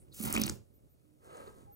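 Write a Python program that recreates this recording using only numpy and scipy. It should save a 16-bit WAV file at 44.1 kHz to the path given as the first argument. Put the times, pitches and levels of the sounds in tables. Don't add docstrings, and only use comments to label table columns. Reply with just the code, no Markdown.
import sys
import numpy as np
from scipy import signal
from scipy.fft import rfft, irfft
from scipy.io import wavfile

SR = 44100
rng = np.random.default_rng(int(sys.argv[2]) if len(sys.argv) > 2 else 0)


def unload_wav(signal):
    wavfile.write(
        sys.argv[1],
        SR,
        np.round(np.clip(np.atleast_2d(signal).T, -1, 1) * 32767).astype(np.int16),
    )


N = 77175

# (time [s], level [dB])
HISS_LEVEL = [(.11, -83.5), (.144, -51.5), (.18, -47), (.225, -41.5), (.26, -40), (.295, -47), (.314, -54),
              (.355, -48.5), (.39, -61), (.415, -54), (.428, -56.5), (.465, -50.5), (.5, -56.5),
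              (.56, -60.5), (.62, -100)]
# (frequency [Hz], level [dB])
HISS_SPECTRUM = [(1000, -24.5), (3300, -6), (4600, -9.5), (6300, -3.5), (8000, -4.5), (10400, -3),
                 (13000, -7.5), (16000, 0.5)]
# (time [s], level [dB])
CRACKLE_LEVEL = [(.11, -78.5), (.18, -62.5), (.24, -45), (.29, -41.5), (.32, -46.5), (.36, -35),
                 (.41, -48.5), (.44, -47), (.495, -46), (.535, -83)]
# (frequency [Hz], level [dB])
CRACKLE_SPECTRUM = [(300, 6.5), (550, -3.5), (780, 9.5), (1250, 5), (1800, -5), (2500, 0), (3400, -4),
                    (6000, -16), (14000, -24.5)]
# (time [s], band centre [Hz], level [dB], half-length [ms])
AIR_SPITS = [(.128, 4174, -61, 6), (0.229, 11500, -36.5, 2), (0.237, 12000, -39.5, 2.2),
             (0.252, 11000, -34, 1), (0.26, 11000, -39, 2), (0.3043, 9000, -39, 1),
             (0.3273, 10400, -24, 0.72), (.3405, 8500, -31, 1), (0.3499, 8500, -33.5, 1),
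             (.3655, 3500, -27, .25), (.3824, 12000, -31.5, .25), (.4005, 12000, -33, .3),
             (0.4127, 8000, -33, .25), (0.4172, 8980, -18.5, .17), (0.437, 1700, -34, .4),
             (0.4641, 10000, -36, .5), (.4675, 10000, -35.5, 1), (.4972, 1210, -36.5, .6),
             (1.372, 7400, -58.5, 1.8), (1.4745, 4200, -66.5, 4)]
# (time [s], starting pitch [Hz], peak [dB], decay [ms], rise [octaves/ms])
BUBBLE_POPS = [(.3387, 6500, -45, .8, .3), (0.348, 5200, -34, 0.61, .2), (.3622, 5200, -36.5, 1, .25),
               (0.3649, 2313, -20.5, 1.2, .05), (.3755, 2500, -23.5, .9, .25), (.378, 4600, -38.5, .7, .4),
               (0.4144, 5530, -32.5, .8, .17), (0.4365, 5040, -20, 0.68, .33), (0.4609, 6080, -41, .9, .35),
               (0.4776, 2050, -32, 1.44, .55), (0.489, 7600, -31.5, 0.24, .5),
               (0.4955, 5150, -21.5, 0.15, .1), (.4978, 6520, -17.5, 0.14, .3)]
# (time [s], starting pitch [Hz], peak [dB], decay [ms])
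AIR_GULPS = [(0.1949, 205, -46, 8), (0.2018, 219.7, -31.5, 17), (.239, 260, -31, 4.5),
             (0.2494, 190, -35, 6), (0.2575, 179, -28, 7), (0.2716, 157, -30.5, 10),
             (0.2987, 270, -32.5, 9), (0.3424, 330, -29, 8), (0.3608, 210.7, -27.5, 8),
             (.379, 288.4, -22, 4.5), (0.3962, 270, -21, 3.6), (0.4157, 255, -21.5, 4.5),
             (0.4437, 140, -31.5, 12), (0.464, 310, -29, 6), (0.4993, 299.2, -30, 4),
             (0.5565, 413, -45.5, 7), (1.400, 490, -54, 8), (1.475, 438, -44.5, 12)]
# (frequency [Hz], relative level [dB], time to fall 60 dB [s])
JAR_MODES = [(53.5, -11, 0.11), (112, -10.5, .21), (138.5, -12, .1), (220, 4.5, 0.098), (346.2, -10, 0.2),
             (542.6, -10, .14)]
# (time [s], level [dB])
BUMP_LEVEL = [(0, -58.5), (.15, -59), (.23, -49.5), (.27, -41.5), (.32, -56), (.37, -45), (.515, -46),
              (.56, -50.5), (.645, -67.5), (.82, -62.5), (1.0, -70.5), (1.62, -57.5), (1.75, -65)]
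# (frequency [Hz], level [dB])
BUMP_SPECTRUM = [(25, -6), (50, 8), (75, -2.5), (120, 2.5), (170, -12.5), (230, -6.5), (350, -8),
                 (550, -13.5), (900, -24.5), (2000, -50.5)]
# (time [s], level [dB])
SCRAPE_LEVEL = [(1.18, -89.5), (1.22, -66.5), (1.26, -58.5), (1.35, -50), (1.405, -50), (1.455, -56),
                (1.478, -50), (1.515, -64.5), (1.61, -62), (1.68, -75)]
# (frequency [Hz], level [dB])
SCRAPE_SPECTRUM = [(60, -14.5), (120, 3), (250, 0), (370, 6), (490, 5.5), (750, 2.5), (1000, 4.5),
                   (1270, -4), (1550, -15), (2100, -17.5), (3000, -16), (4200, -19), (5200, -36.5),
                   (8500, -26.5), (15000, -33.5)]
# (frequency [Hz], bandwidth [Hz], relative level [dB])
SCRAPE_MODES = [(520, 75, -6), (1268, 55, -8.5), (1583, 47, -16), (1940, 97, -24.5), (4200, 140, -35.5),
                (6500, 300, -25.5), (8450, 670, -25.5)]
# (time [s], level [dB])
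RUSTLE_LEVEL = [(1.21, -100), (1.245, -68), (1.3, -80), (1.36, -72), (1.43, -71), (1.54, -75),
                (1.63, -75.5), (1.69, -89.5)]
# (frequency [Hz], level [dB])
RUSTLE_SPECTRUM = [(2000, -10.5), (5000, -5.5), (7000, -1.5), (9200, 0), (11500, -2.5), (15000, -9)]
# (time [s], pitch [Hz], level [dB], half-length [s])
FAINT_SQUEAKS = [(0.76, 13610, -74, .022), (.92, 13800, -75.5, 0.023), (1.125, 301.8, -68.5, 0.057),
                 (1.701, 850, -57.5, 0.026), (1.745, 13940, -61, 0.019)]
# (frequency [Hz], level [dB])
ROOM_SPECTRUM = [(20, -19.5), (60, 1.5), (115, 5), (170, -2), (320, -11.5), (550, -8.5), (900, -31),
                 (3000, -33.5), (6000, -29), (10000, -25), (15000, -28.5)]
# (frequency [Hz], phase of left minus right [rad])
MIC_PHASE = [(50, -2.5), (85, -2), (130, -1.7), (220, -0.8), (450, -1.5), (700, -2.5), (1800, -5),
             (3400, -3.5), (4800, -6)]
# (frequency [Hz], level of left minus right [dB])
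MIC_BALANCE = [(50, 1), (85, 1.5), (130, -16.5), (220, -10.5), (550, -1), (900, 0)]


def escaping_air(flutter_per_s=320, flutter_db=5):
    push = curve(CRACKLE_LEVEL)
    hiss = colour(clicks(per_s=6500, spread_db=2.5), HISS_SPECTRUM) * curve(HISS_LEVEL)
    crackle = colour(clicks(per_s=1500, spread_db=3.5), CRACKLE_SPECTRUM) * push
    depth_db = flutter_db * np.sqrt(push / push.max())
    flutter = undb(depth_db * np.clip(wobble(flutter_per_s), -2, 2))
    return (hiss + crackle) * flutter


def spits(size=4096):
    out = np.zeros(N)
    ms = (np.arange(size) - size / 2) / SR * 1000
    for at, hz, db, half_ms in AIR_SPITS:
        shape = np.exp(-.5 * (ms / half_ms) ** 2)
        jet = band(hz, octaves=0.5 / half_ms ** 0.6, size=size) * shape
        add(out, at - size / 2 / SR, undb(db) * unit(jet) * np.sqrt(np.mean(shape ** 2)))
    return out


def bubble(hz, decay_ms, rise_oct_per_ms=0.13):
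    ms = np.arange(SR // 50) / SR * 1000
    age = ms / decay_ms
    pitch = np.minimum(hz * 2 ** (rise_oct_per_ms * ms), SR / 2)
    shape = age ** 0.42 * np.exp(-age)
    return np.sin(2 * np.pi * np.cumsum(pitch) / SR) * shape / shape.max()


def pops():
    out = np.zeros(N)
    for at, hz, db, decay_ms, rise in BUBBLE_POPS:
        add(out, at, undb(db) * bubble(hz, decay_ms, rise))
    return out


def air_pocket(at=0.42, span_s=0.088, centre_hz=3013, climb_oct_per_s=7.7, db=-40.5, count=45):
    out = np.zeros(N)
    for k, (jitter, detune, strength) in enumerate(rng.standard_normal((count, 3))):
        offset_s = span_s * (k / count - .5 + 0.01975 * jitter)
        hz = centre_hz * 2 ** (climb_oct_per_s * offset_s + 0.18 * detune)
        add(out, at + offset_s, undb(db + 3 * strength) * bubble(hz, decay_ms=1.0))
    return out * swell(at, half_s=0.1716)


def foam(start_s=0.27, span_s=.17, centre_hz=5000, spread_oct=.7, db=-42.5, count=40):
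    out = np.zeros(N)
    times = start_s + span_s * rng.random(count)
    scatter = np.clip(rng.standard_normal((count, 2)), -2, 2)
    for at, (detune, strength) in zip(times, scatter):
        hz = centre_hz * 2 ** (spread_oct * detune)
        add(out, at, undb(db + 2 * strength) * bubble(hz, decay_ms=.4))
    return out


def gulps(pitch_sag=0.036, attack_ms=0.67, ring_db=-10.5):
    out = np.zeros(N)
    t = clock()[:SR // 3]
    ms = t * 1000
    for at, start_hz, db, decay_ms in AIR_GULPS:
        fade = np.exp(-ms / decay_ms)
        pitch = start_hz * (1 - pitch_sag * (1 - fade))
        air = fade * np.sin(2 * np.pi * np.cumsum(pitch) / SR)
        tunings = 1 + .02 * rng.standard_normal(len(JAR_MODES))
        ring = sum(undb(mode_db - 60 * t / t60) * np.sin(2 * np.pi * hz * tuning * t)
                   for (hz, mode_db, t60), tuning in zip(JAR_MODES, tunings))
        gulp = (air + undb(ring_db) * ring) * (1 - np.exp(-ms / attack_ms))
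        add(out, at, undb(db) * gulp / np.abs(gulp).max())
    return out


def bumps():
    knocks = colour(clicks(per_s=660, spread_db=2.5), BUMP_SPECTRUM) * curve(BUMP_LEVEL)
    thud = undb(-54) * band(hz=108, octaves=.15) * swell(at=.607, half_s=0.023)
    return knocks + thud


def scrape():
    friction = clicks(per_s=5000, spread_db=-1.5)
    rings = sum(undb(db) * resonate(friction, hz, width) for hz, width, db in SCRAPE_MODES)
    return unit(colour(friction, SCRAPE_SPECTRUM) + rings) * curve(SCRAPE_LEVEL)


def fingers():
    rustle = colour(clicks(per_s=2200, spread_db=3.0), RUSTLE_SPECTRUM) * curve(RUSTLE_LEVEL)
    brush = undb(-69) * band(hz=9160, octaves=0.22) * swell(at=0.011, half_s=0.018)
    return rustle + brush


def squeaks(waver=0.024):
    out = np.zeros(N)
    wavering_time = np.cumsum(1 + waver * wobble(per_s=1500)) / SR
    for at, hz, db, half_s in FAINT_SQUEAKS:
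        flat_top = np.exp(-.5 * ((clock() - at) / half_s) ** 4)
        out += undb(db) * unit(np.sin(2 * np.pi * hz * wavering_time)) * flat_top
    return out


def reflections(x, db, t60_s=0.27, delay_s=.012):
    t = clock()[:SR // 2]
    tail = diffuse()[:, :len(t)] * undb(-60 * t / t60_s) * (t > delay_s)
    tail /= np.sqrt(np.sum(tail ** 2) / 2)
    return undb(db) * signal.fftconvolve(x[None], tail, axes=1)[:, :N]


def room_tone(db=-68):
    return undb(db) * colour(diffuse(), ROOM_SPECTRUM)


def diffuse(wide_below_hz=4500):
    mid, side = rng.standard_normal((2, N))
    side = irfft(rfft(side) * undb(over_hz([(wide_below_hz, 0), (2 * wide_below_hz, -22)])), N)
    return np.array([mid + side, mid - side])


def clicks(per_s, spread_db):
    fires = rng.random(N) < per_s / SR
    strength = np.minimum(rng.exponential(size=N), 4)
    return fires * undb(spread_db * strength) * np.sign(rng.standard_normal(N))


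def band(hz, octaves, size=N):
    freqs = np.arange(size // 2 + 1) * SR / size + 1
    bell = np.exp(-.5 * (np.log2(freqs / hz) / octaves) ** 2)
    return unit(irfft(rfft(rng.standard_normal(size)) * bell, size))


def wobble(per_s):
    steps = rng.standard_normal(2000)
    return np.interp(clock() * per_s, np.arange(len(steps)), steps)


def resonate(x, hz, width_hz):
    return unit(signal.lfilter(*signal.iirpeak(hz, hz / width_hz, fs=SR), x))


def colour(x, rows):
    return unit(irfft(rfft(x) * undb(over_hz(rows)), N))


def over_hz(rows):
    hz, value = np.array(rows).T
    return np.interp(np.log(np.arange(N // 2 + 1) * SR / N + 1), np.log(hz), value)


def curve(rows):
    return undb(np.interp(clock(), *np.array(rows).T))


def swell(at, half_s):
    return np.exp(-.5 * ((clock() - at) / half_s) ** 2)


def add(out, at, x):
    i = max(int(at * SR), 0)
    out[i:i + len(x)] += x[:N - i]


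def clock():
    return np.arange(N) / SR


def unit(x):
    return x / np.sqrt(np.mean(x ** 2) + 1e-24)


def undb(db):
    return 10 ** (np.asarray(db) / 20)


def scene():
    squelch = escaping_air() + spits() + pops() + air_pocket() + foam()
    jar = gulps() + bumps() + scrape() + fingers()
    rumble = room_tone()
    early = reflections(squelch, db=-17, t60_s=.06, delay_s=0.00067)
    late = reflections(squelch, db=-15.5) + reflections(jar, db=-10)
    left_shift = np.exp(1j * over_hz(MIC_PHASE) * np.array([[1], [0]]))
    direct = irfft(rfft(squelch + jar + squeaks()) * left_shift, N)
    return direct + early + late + rumble


def record(dry, low_cut_hz=32, high_cut_hz=15750):
    gains = undb(over_hz(MIC_BALANCE) * np.array([[.5], [-.5]]))
    gains /= np.sqrt(np.mean(gains ** 2, axis=0))
    leaning = irfft(rfft(dry) * gains, N)
    low_cut = signal.butter(4, low_cut_hz, "high", fs=SR, output="sos")
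    high_cut = signal.ellip(10, .2, 70, high_cut_hz, fs=SR, output="sos")
    return signal.sosfilt(high_cut, signal.sosfilt(low_cut, leaning))


dry = scene()
out = record(dry)
unload_wav(out)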